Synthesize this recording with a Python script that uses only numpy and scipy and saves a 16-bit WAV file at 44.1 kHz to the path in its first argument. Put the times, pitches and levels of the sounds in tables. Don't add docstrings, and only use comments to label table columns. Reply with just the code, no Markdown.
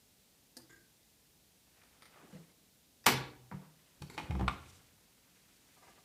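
import sys
import numpy as np
from scipy import signal
from scipy.fft import rfft, irfft
from scipy.io import wavfile

SR = 44100
rng = np.random.default_rng(int(sys.argv[2]) if len(sys.argv) > 2 else 0)


def convert_level_to_amplitude(level_db):
    exponent = np.asarray(level_db, float) / 20
    return 10 ** exponent


def file_out(sig):
    cols = np.atleast_2d(sig).T
    lim = np.clip(cols, -1, 1)
    pcm = np.round(lim * 32767).astype(np.int16)
    wavfile.write(sys.argv[1], SR, pcm)


N = 266408


def at_hz(points, hz):
    table_hz, values = np.array(points)[:, 0], np.array(points)[:, 1]
    return np.interp(np.log(np.maximum(hz, 1)), np.log(table_hz), values)


def band(x, low_hz, high_hz):
    return signal.sosfilt(signal.butter(2, [low_hz, high_hz], "band", fs=SR, output="sos"), x)


def rms_one(x):
    return x / np.sqrt(np.mean(x ** 2) + 1e-20)


def peak(s, db, rise_s, fall_s):
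    t = np.arange(N) / SR - s
    return convert_level_to_amplitude(db - 20 * np.maximum(-t / max(rise_s, .005), t / max(fall_s, .005)))


def coloured(x, spectrum):
    size = 4096
    gain = convert_level_to_amplitude(at_hz(spectrum, np.fft.rfftfreq(size, 1 / SR)))
    cepstrum = irfft(np.log(gain))
    cepstrum[1:size // 2] *= 2
    cepstrum[size // 2 + 1:] = 0
    return signal.oaconvolve(x, irfft(np.exp(rfft(cepstrum))))[:len(x)]


def bursts(times_s, levels_db, lengths_ms):
    size = 4096
    out = np.zeros(N + size)
    turn = np.exp(-2j * np.pi * np.fft.rfftfreq(size))
    all_shares = rng.uniform(0.059, 1, (len(times_s), 5))
    for s, db, ms, shares in zip(times_s, levels_db, lengths_ms, all_shares):
        delay_samples = 1 + np.round(shares * .1 * np.clip(ms, .5, 40) * SR / 1000)
        delays = turn ** delay_samples[:, None]
        chatter = irfft(np.prod((.78 + delays) / (1 + .78 * delays), axis=0))
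        out[round(s * SR):][:size] += convert_level_to_amplitude(db) * chatter
    return out[:N] + 1e-18


def ring(force, modes):
    hz, db, t60_s = np.transpose(modes)[:, :, None]
    t = np.arange(SR // 3) / SR
    response = np.sum(convert_level_to_amplitude(db - 60 * t / t60_s) * np.sin(2 * np.pi * hz * t), axis=0)
    return signal.oaconvolve(force, response)[:N]


def struck(events, modes, gain_db):
    return convert_level_to_amplitude(gain_db) * ring(bursts(*np.transpose(events)), modes)


def snap(events, colour, modes, crack_db, ring_db):
    force = bursts(*np.transpose(events))
    return convert_level_to_amplitude(crack_db) * coloured(force, colour) + convert_level_to_amplitude(ring_db) * ring(force, modes)


def swelling(rows):
    out = np.zeros(N)
    for s, db, hz, t60_s, rise_ms in rows:
        t = np.arange(min(SR, N - round(s * SR))) / SR
        swell = 1 - np.exp(-t * 1000 / rise_ms)
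        out[round(s * SR):][:len(t)] += convert_level_to_amplitude(db - 60 * t / t60_s) * swell * np.sin(2 * np.pi * hz * t)
    return out


# frequency in Hz, level in dB.
FLOOR_COLOUR = [(15, -41), (25, -12.5), (55, -2), (86, -4), (183, -1.5), (215, -3.5), (281, -4),
                (349, -9.5), (445, -8.5), (567, -11.5), (895, -15), (1200, -18.5), (3830, -13.5),
                (14300, -17), (15500, -17)]


def quiet_floor():
    return convert_level_to_amplitude(-67) * rms_one(coloured(rng.standard_normal(N), FLOOR_COLOUR))


# start in
# seconds, peak in dB, pitch in Hz, t60 in seconds, rise in ms.
PUSHES = [(0.59, -64, 128, 0.88, 8.5), (0.566, -53, 248, 0.17, 4), (0.58, -60, 338.5, .3, 8),
          (.62, -57.5, 320, .2, 5), (2.33, -42, 188, 0.096, 3.1), (2.349, -42, 172, 0.13, 1.4),
          (2.332, -53, 500, 0.2, 4), (2.34, -58, 350, .1, 4), (2.355, -54, 640, 0.098, 4),
          (2.4, -62, 470, 0.074, 4.4), (3.661, -54.5, 154, 0.43, 22), (2.387, -46, 164.5, 0.21, 2.1),
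          (3.066, -41, 62, .06, 3.4), (3.063, -44, 195, 0.32, 8), (3.067, -31.5, 123, 0.11, 3.6),
          (3.114, -27, 131, 0.36, 29), (3.379, -52.5, 124, 0.62, 28), (3.516, -41, 187.2, 0.29, 4.8),
          (3.539, -40, 148, 0.28, 1.1), (3.541, -40, 187, 0.33, 3.9), (3.543, -33, 55, 0.028, 3.5),
          (4.008, -38, 146, 0.24, 8.7), (4.02, -43, 182, 0.19, 8.3), (4.01, -39.5, 87, 0.12, 4.9),
          (4.179, -44, 190, 0.088, 5.9), (4.298, -21.5, 112, 0.064, 4.8), (4.401, -26, 109, 0.13, 6.1),
          (4.303, -47, 750, 0.035, 3.3), (4.319, -38, 840, 0.056, 2.4), (4.35, -36, 730, 0.034, 2.7),
          (4.393, -37, 790, 0.046, 3), (4.402, -34.5, 810, .05, 2.1), (4.41, -34, 1190, 0.045, 2.6),
          (4.418, -45, 670, .04, 3), (4.439, -45, 680, .04, 3), (4.439, -44, 1080, .03, 2.7),
          (4.364, -44, 470, 0.035, 3), (4.44, -42, 312, 0.1, 4.1)]


def thuds():
    return swelling(PUSHES)


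# start in seconds, peak in dB, burst in ms.
RELAY_CONTACTS = [
    (0.568, -39, 6),
    (0.571, -38, 8.6),
    (0.584, -49, 12),
    (0.6, -55, 20),
    (0.617, -55, 15),
]
# frequency in Hz, level in dB per Hz.
RELAY_CRACK = [(120, -28), (200, -6), (957, -20), (1430, -30), (1950, -3), (2560, -28), (4750, 6),
               (9140, -10.5), (10000, -6), (13200, -11), (15500, -41)]
# frequency in Hz, level in dB, t60 in seconds.
RELAY_BODY = [(336, -21, 0.068), (511, -13.5, 0.094), (737, -16.5, 0.1), (880, -17, 0.085),
              (980, -18, 0.05), (1720, -11, 0.06), (1970, -11, 0.033), (4300, -18, 0.02), (4630, -14, 0.03),
              (5000, 2.5, 0.014), (5400, -9, .008), (8900, 3.5, 0.007), (12800, 1, 0.0046)]


def relay():
    return snap(RELAY_CONTACTS, RELAY_CRACK, RELAY_BODY, crack_db=17.0, ring_db=-9.5)


# peak time in seconds, peak in dB,
# rise in seconds for 20 dB, fall in seconds for 20 dB, loudest pitch in Hz.
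RUB_STROKES = [(.6, -70.5, .02, .15, 700), (1.8, -72, 0.17, 0.43, 1790), (2.19, -64.5, 0.36, 0.27, 1090),
               (2.25, -62.5, 0.11, 0.14, 200), (2.36, -62, 0.064, 0.22, 252),
               (2.35, -70.5, 0.11, 0.18, 5000), (3.55, -56, 0.061, 0.23, 354), (3.962, -75, .5, 0.11, 2454),
               (4.04, -66, 0.082, .5, 249), (4.14, -65.5, 0.2, 0.067, 5000), (4.19, -58, .02, 0.11, 2600),
               (4.23, -54.5, 0.06, 0.54, 456), (4.4, -55, 0.014, 0.078, 900), (4.49, -59, .01, 0.21, 1800),
               (4.41, -55.5, 0.12, 0.11, 291), (4.7, -66, 0.17, 0.28, 7000), (4.76, -75, .1, 0.13, 4040),
               (5.36, -76, 1.2, 0.77, 1474), (5.6, -75, 0.52, 0.92, 4990), (5.9, -71.5, 0.41, 0.41, 4020),
               (5.98, -71, 0.39, 0.47, 250)]
# low edge in Hz, high edge in Hz.
GRAIN_HZ = [(120, 450), (450, 1400), (1400, 3000), (3000, 9000)]
BELOW_DB_PER_OCT, ABOVE_DB_PER_OCT = 6.0, 6
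CLUMP_DB, CLUMP_S = 3.0, 0.014


def rustle():
    count = len(GRAIN_HZ)
    unevenness_db = 1.4 * np.minimum(rng.exponential(1, N), 4)
    grains = rng.standard_normal((count, N)) * convert_level_to_amplitude(unevenness_db)
    knots = rng.standard_normal((count, 2000))
    clump_at = np.arange(N) / SR / CLUMP_S
    clumps = np.array([np.interp(clump_at, np.arange(len(k)), k) for k in knots])
    grains = grains * convert_level_to_amplitude(CLUMP_DB * clumps)
    ranges = np.array([rms_one(band(g, *edges)) for g, edges in zip(grains, GRAIN_HZ)])
    centre_hz = np.sqrt(np.prod(GRAIN_HZ, axis=1))
    out = 0
    for s, db, rise_s, fall_s, hz in RUB_STROKES:
        octaves = np.log2(centre_hz / hz)
        colour = convert_level_to_amplitude(-np.maximum(ABOVE_DB_PER_OCT * octaves, -BELOW_DB_PER_OCT * octaves))
        out = out + peak(s, db, rise_s, fall_s) * (colour @ ranges)
    return out


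# start in seconds, peak in dB, burst in ms.
PING_HITS = [(.695, -52, 20), (.703, -50, 8), (.727, -52, 10), (.76, -56, 15.5)]
# frequency in Hz, level in dB, t60 in seconds.
PING_BODY = [(349, -5, 0.083), (449, -12.5, 0.11), (1210, -20, .15), (1244, -18, 0.2), (1570, -11, 0.11),
             (1960, -10, .08), (1660, -14, 0.06), (1680, -17, 0.11), (1856, -10, 0.1), (2070, -8, 0.046),
             (2200, -17, .03), (3550, -2, 0.0054), (5000, -1, .006), (7000, 5.5, 0.0044)]


def ping():
    return struck(PING_HITS, PING_BODY, -5.5)


# start in seconds, peak in dB, pitch in Hz,
# t60 in seconds, rise in ms.
MORE_SWELLS = [(.697, -59.5, 1590, 0.47, 8), (.72, -59, 1618, 0.34, 5), (.74, -68, 1523, .6, 15),
               (3.064, -32, 870, 0.13, 3), (3.25, -65, 772, 1.0, 30), (3.13, -45, 880, .35, 20),
               (2.5, -58, 2130, .03, 2), (2.368, -56, 2050, .03, 2), (4.48, -28, 2420, 0.028, 1.5),
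               (3.075, -36, 1466, .15, 5), (3.064, -30, 1170, .1, 3), (3.078, -31, 905, .09, 4),
               (3.064, -30, 1900, 0.11, 3), (3.27, -58, 300, 0.36, 15), (4.481, -38, 1150, .05, 2),
               (4.505, -41, 1200, .06, 3), (4.528, -43, 1140, .05, 3), (4.556, -45, 1240, .1, 6.9),
               (4.574, -50, 1200, .05, 3), (4.51, -46, 2500, .04, 2), (4.72, -55, 90, .15, 8),
               (3.515, -47, 85, .1, 5), (3.515, -46, 980, .05, 1.5), (3.1, -40, 1500, .2, 10)]


def more_swells():
    return swelling(MORE_SWELLS)


# start in seconds, peak in dB, burst in ms.
SCUFFS = [(1.775, -65, 23), (1.836, -53, 10), (1.85, -61, 28), (2.14, -51, 21), (2.159, -49, 10),
          (2.172, -50, 13), (2.185, -53, 13.2), (2.2, -52, 13), (2.213, -54, 9.3), (2.245, -59, 25),
          (2.27, -55, 25)]
# frequency in Hz, level in dB, t60 in seconds.
SOLE = [(520, -16, .02), (760, -5, .015), (950, -4, .02), (1230, 1.5, 0.027), (1450, -4, .02),
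        (1740, -3, .015), (2480, -12, .01)]


def scuff():
    return struck(SCUFFS, SOLE, -8.0)


# start in seconds, peak in dB, burst in ms.
FINGER_TICKS = [(1.8345, -53, 5), (2.0216, -44, 9.9), (2.03, -49, 8.6), (2.0464, -53, 5),
                (2.0552, -46, 7.8), (2.062, -52, 8), (2.3276, -55, 5.4), (2.368, -56, 7), (4.019, -43.5, 6)]
# frequency in Hz, level in dB, t60 in seconds.
CASING = [(1326, -5.5, 0.03), (2120, 6.5, 0.0045), (3620, 6, 0.0028), (4660, 2, 0.0049), (9100, -2, 0.0086)]


def fingers():
    return struck(FINGER_TICKS, CASING, -7.0)


# start in seconds, peak in dB, burst in ms.
COIL_TICKS = [
    (3.041, -46, 10),
    (3.048, -51.5, 12),
]
# frequency in Hz, level in dB, t60 in seconds.
COIL_BODY = [(1100, -11.5, .02), (1900, -1, .015), (2600, -4, .01), (3800, -5.5, .008), (4950, 0, .015),
             (5700, -3, 0.011)]


def coil():
    return struck(COIL_TICKS, COIL_BODY, -5.0)


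# start in seconds, peak in dB, burst in ms.
BOLT = [
    (3.0602, -29, 10),
    (3.062, -22, 9.2),
    (3.064, -19, 7.35),
    (3.0655, -12.5, 4),
    (3.067, -16.5, 6.9),
]
# start in seconds, peak in dB, burst in ms.
BOLT_REBOUNDS = [(3.071, -14.5, 6.9), (3.075, -17, 7.8), (3.08, -17.5, 6), (3.085, -18, 9.1),
                 (3.088, -15.5, 5.8), (3.101, -20.5, 9), (3.121, -25, 12.7), (3.137, -26.5, 11.6)]
# frequency in Hz, level in dB per Hz.
BOLT_CRACK = [(88, -37.5), (150, -6.5), (420, -5), (650, -12), (800, -3.5), (1150, -3), (1400, -7.5),
              (1800, -4.5), (2650, -7.5), (4140, -9.5), (9180, -16), (13800, -17), (15500, -24)]
# frequency in Hz, level in dB, t60 in seconds.
BOLT_BODY = [(274, -15.5, 0.15), (312, -9, 0.2), (386, -16.5, 0.15), (563, -11.5, 0.12), (990, -5, 0.035),
             (1000, -5.5, 0.023), (1234, -9, 0.054), (1540, -5, 0.029), (1770, -19, 0.07),
             (2320, -7.5, 0.046), (3030, -5.5, .03), (5950, -1, 0.01)]
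BOLT_CUT_HZ, REBOUND_HZ = 265, 3500


def lock():
    soft = signal.lfilter(*signal.butter(1, REBOUND_HZ, fs=SR), bursts(*np.transpose(BOLT_REBOUNDS)))
    hard = signal.lfilter(*signal.butter(2, BOLT_CUT_HZ, "high", fs=SR), bursts(*np.transpose(BOLT)))
    force = hard + soft
    return convert_level_to_amplitude(29) * coloured(force, BOLT_CRACK) + convert_level_to_amplitude(-22) * ring(force, BOLT_BODY)


# peak time in seconds, level in dB, fall in seconds for 20 dB.
LOW_JOLTS = [(3.12, -50, 0.23), (3.219, -71, 0.58), (3.56, -61, 0.06), (4.051, -60, 0.22),
             (4.251, -49.5, 0.01), (4.5, -52, 0.37), (4.72, -74, -0.2)]
JOLT_RISE_S = 0.057


def rumble():
    noise = rms_one(band(rng.standard_normal(N), 50, 130))
    return noise * sum(peak(s, db + 0.5, JOLT_RISE_S, fall_s) for s, db, fall_s in LOW_JOLTS)


# start in seconds, peak in dB, burst in ms.
KNOCKS = [
    (3.514, -36, 7),
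    (3.522, -38.5, 20),
]
# frequency in Hz, level in dB per Hz.
KNOCK_CRACK = [(150, -23), (250, -4), (378, -16), (526, -20), (617, -9), (1200, -5.5), (2180, -9),
               (2850, -29), (6000, -29), (7800, -62), (13200, -120)]
# frequency in Hz, level in dB, t60 in seconds.
KNOCK_BODY = [(515, -11, 0.071), (967, 2, 0.03), (1070, -4, 0.025), (1340, -9, .02)]


def knock():
    return snap(KNOCKS, KNOCK_CRACK, KNOCK_BODY, crack_db=25.5, ring_db=-9.0)


# start in seconds, peak of the grip in dB, then rim, lever and hook in dB against the grip.
HANDLE_CLICKS = [(4.021, -42.5, 1, -3.5, 6), (4.027, -50, -11, -10, -6), (4.17, -48, -14, -11, -3),
                 (4.178, -28.5, -19, -3, -8.5), (4.184, -35.5, 1.5, 1, -8), (4.19, -43, -1, 4, -2),
                 (4.198, -31.5, -12, -14, -13), (4.21, -44, 0, 0.5, -7), (4.308, -34.5, 1, -3, -10),
                 (4.322, -43, 0, -16, -8), (4.352, -35, 2, -15, -19), (4.395, -36.5, 6.5, -16, -11),
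                 (4.41, -31, 6, -17, -16), (4.429, -44, 6, -19, -25), (4.443, -45, 1, -14, -27)]
GRIP_PART = 20.3, [(856, -8.5, 0.042), (894, -2, 0.033), (1000, -2.5, 0.028), (1190, -5.5, 0.023),
             (1310, -24, 0.029)]
RIM_PART = 21.4, [(317, 1, 0.034), (388, -8.5, 0.043), (491, -13, 0.045)]
LEVER_PART = 24, [(1780, -3, 0.018), (2180, -8, 0.043), (2495, -1, 0.019)]
HOOK_PART = 10.8, [(3880, 0.5, 0.011), (4460, 1, 0.0091), (5580, -2, 0.0063), (7800, -14, 0.0031),
             (11000, -14, .002)]
# low edge in Hz, high edge in Hz.
CRACK_HZ = [
    (700, 1600),
    (250, 700),
    (1600, 2900),
    (3200, 8000),
]
HANDLE_BURST_MS = 5.5


def handle():
    s, db, rim_db, lever_db, hook_db = np.transpose(HANDLE_CLICKS)
    shares_db = [0, rim_db, lever_db, hook_db]
    parts = [GRIP_PART, RIM_PART, LEVER_PART, HOOK_PART]
    out = 0
    for share_db, (crack_db, modes), edges in zip(shares_db, parts, CRACK_HZ):
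        force = bursts(s, db + share_db, np.full(len(s), HANDLE_BURST_MS))
        out = out + convert_level_to_amplitude(crack_db) * band(force, *edges) + convert_level_to_amplitude(-7.5) * ring(force, modes)
    return out


# start in seconds, peak in dB, burst in ms.
LEVER_RUBS = [(4.099, -45, 6), (4.108, -51, 26), (4.118, -63, 13), (4.135, -51, 32), (4.144, -51, 10.5)]
# frequency in Hz, level in dB, t60 in seconds.
LEVER_BODY = [(423, -4.5, 0.022), (990, -3, 0.015), (1450, -8, 0.017), (2160, -1.5, 0.014),
              (3900, -6, 0.0069), (4370, -2.5, 0.0049), (7300, -3.5, .004), (10900, -6, .003)]


def lever_rub():
    return struck(LEVER_RUBS, LEVER_BODY, 2.9)


# peak time in seconds, level in dB.
TUGS = [
    (4.36, -38.5),
    (4.435, -33.5),
    (4.53, -49.5),
]
PANEL_HZ, PANEL_RISE_S, PANEL_FALL_S = 191.2, 0.0324, 0.049
SWAY_START_S, SWAY_ATTACK_S, SWAY_HOLD_S = 4.2985, 0.02, 0.167
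SWAY_DB, SWAY_RELEASE_DB_PER_S = -37, 602
SWAY_HZ, SWAY_SETTLED_HZ, SWAY_SAG_S = 110, 63, 0.025


def shudder():
    t = np.maximum(np.arange(N) / SR - SWAY_START_S, 0)
    sway_hz = SWAY_SETTLED_HZ + (SWAY_HZ - SWAY_SETTLED_HZ) * np.exp(-t / SWAY_SAG_S)
    phase = 2 * np.pi * np.cumsum(sway_hz * (t > 0)) / SR
    release_db = SWAY_RELEASE_DB_PER_S * np.maximum(t - SWAY_ATTACK_S - SWAY_HOLD_S, 0)
    envelope = convert_level_to_amplitude(SWAY_DB - release_db) * np.minimum(t / SWAY_ATTACK_S, 1)
    sway = envelope * (np.sin(phase) + 0.46 * np.sin(2 * phase + 1.2))
    tug = sum(peak(s, db, PANEL_RISE_S, PANEL_FALL_S) for s, db in TUGS)
    hum = tug * np.sin(2 * np.pi * PANEL_HZ * np.arange(N) / SR)
    return np.sqrt(2) * (sway + hum)


# start in seconds, peak in dB, burst in ms.
HOOK_SNAPS = [(4.469, -49, 16), (4.4795, -20, 3.56), (4.482, -22, 4.4), (4.484, -25.5, 2.5), (4.49, -35, 5),
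              (4.495, -34, 6), (4.5, -39, 8), (4.509, -39, 8), (4.515, -40, 8), (4.532, -40.5, 10),
              (4.56, -52, 17), (4.574, -54, 10.7)]
# frequency in Hz, level in dB per Hz.
HOOK_CRACK = [(180, -19.5), (300, -33), (560, -12), (800, 0), (1140, 6), (1350, 0), (1650, -5),
              (2000, -5.5), (2450, -7.5), (2930, -12), (3600, -13), (5200, -26), (15500, -59)]
# frequency in Hz, level in dB, t60 in seconds.
HOOK_BODY = [(836, -2.5, 0.053), (977, -8, 0.028), (1140, -19, 0.012), (1190, -15, 0.066),
             (1390, -5.5, 0.024), (2240, -8, 0.0058), (2400, -13, 0.008), (3550, -11, 0.012),
             (7940, -9.5, 0.0056)]


def hook_release():
    return snap(HOOK_SNAPS, HOOK_CRACK, HOOK_BODY, crack_db=27.0, ring_db=-13)


# start in seconds, peak in dB.
HINGE_TICKS = [(5.767, -53), (5.823, -51), (5.834, -55), (5.869, -52.5), (5.884, -49.5), (5.9, -63),
               (5.976, -53)]
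# frequency in Hz, level in dB, t60 in seconds.
HINGE_BODY = [(624, -24, 0.02), (782, -1.5, 0.037), (960, 5, 0.015), (1197, 0.5, 0.05), (1630, 0.5, 0.019),
              (2020, -1, 0.014)]
HINGE_BURST_MS = 26


def hinge():
    return struck([(s, db, HINGE_BURST_MS) for s, db in HINGE_TICKS], HINGE_BODY, -8.0)


# frequency in Hz, t60 in seconds.
TAIL_T60 = [(100, 0.46), (500, 0.56), (1000, 0.48), (2000, 0.43), (4000, 0.43), (8000, .29), (15000, 0.19)]
# frequency in Hz, level in dB.
TAIL_DB = [(100, 6.5), (500, -1.5), (1000, -9), (2000, -4), (4000, -4), (8000, -5), (15000, -1.5)]
FLUTTER_DB, FLUTTER_S = 3.0, 0.018


def room(x):
    t = np.arange(16 * 2048) / SR
    edges_hz = 60 * 2 ** np.arange(0, 8.3, .25)
    flat_spectra = np.exp(2j * np.pi * rng.random((2, 16, 1025)))
    white = rms_one(irfft(flat_spectra).reshape(2, -1))
    build_up = np.clip((t - .003) / 0.0022, 0, 1)
    tail = 0
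    for k, (low_hz, high_hz) in enumerate(zip(edges_hz, edges_hz[1:])):
        hz = np.sqrt(low_hz * high_hz)
        decay = convert_level_to_amplitude(-60 * t / max(at_hz(TAIL_T60, hz), .05)) * build_up
        flutter = np.interp(t / FLUTTER_S, np.arange(200), rng.standard_normal(200))
        decay = decay * convert_level_to_amplitude(FLUTTER_DB * flutter)
        noise = band(white[k % 2], low_hz, high_hz)
        tail = tail + convert_level_to_amplitude(at_hz(TAIL_DB, hz)) * noise * decay / np.sqrt(np.sum(decay ** 2))
    return signal.fftconvolve(x, tail)[:N]


NEAR_SHARE = 0.5


def scene():
    relay_snap, hook_snap = relay(), hook_release()
    ticks = ping() + scuff() + fingers() + coil() + lever_rub() + hinge()
    clicks = relay_snap + lock() + knock() + handle() + hook_snap + ticks
    clicks = band(clicks, 75, 19000)
    tail = room(clicks - NEAR_SHARE * (hook_snap + relay_snap))
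    low = thuds() + more_swells() + rumble() + shudder()
    return (clicks + tail + low + rustle() + quiet_floor())[None]


def low_pass(x):
    return signal.sosfilt(signal.butter(12, 16060, fs=SR, output="sos"), x)


def record(dry):
    x = signal.sosfilt(signal.butter(2, 35, "high", fs=SR, output="sos"), dry)
    x = signal.sosfilt(signal.cheby2(12, 60, 16230, fs=SR, output="sos"), x)
    return low_pass(x)


dry = scene()
out = record(dry)
file_out(out)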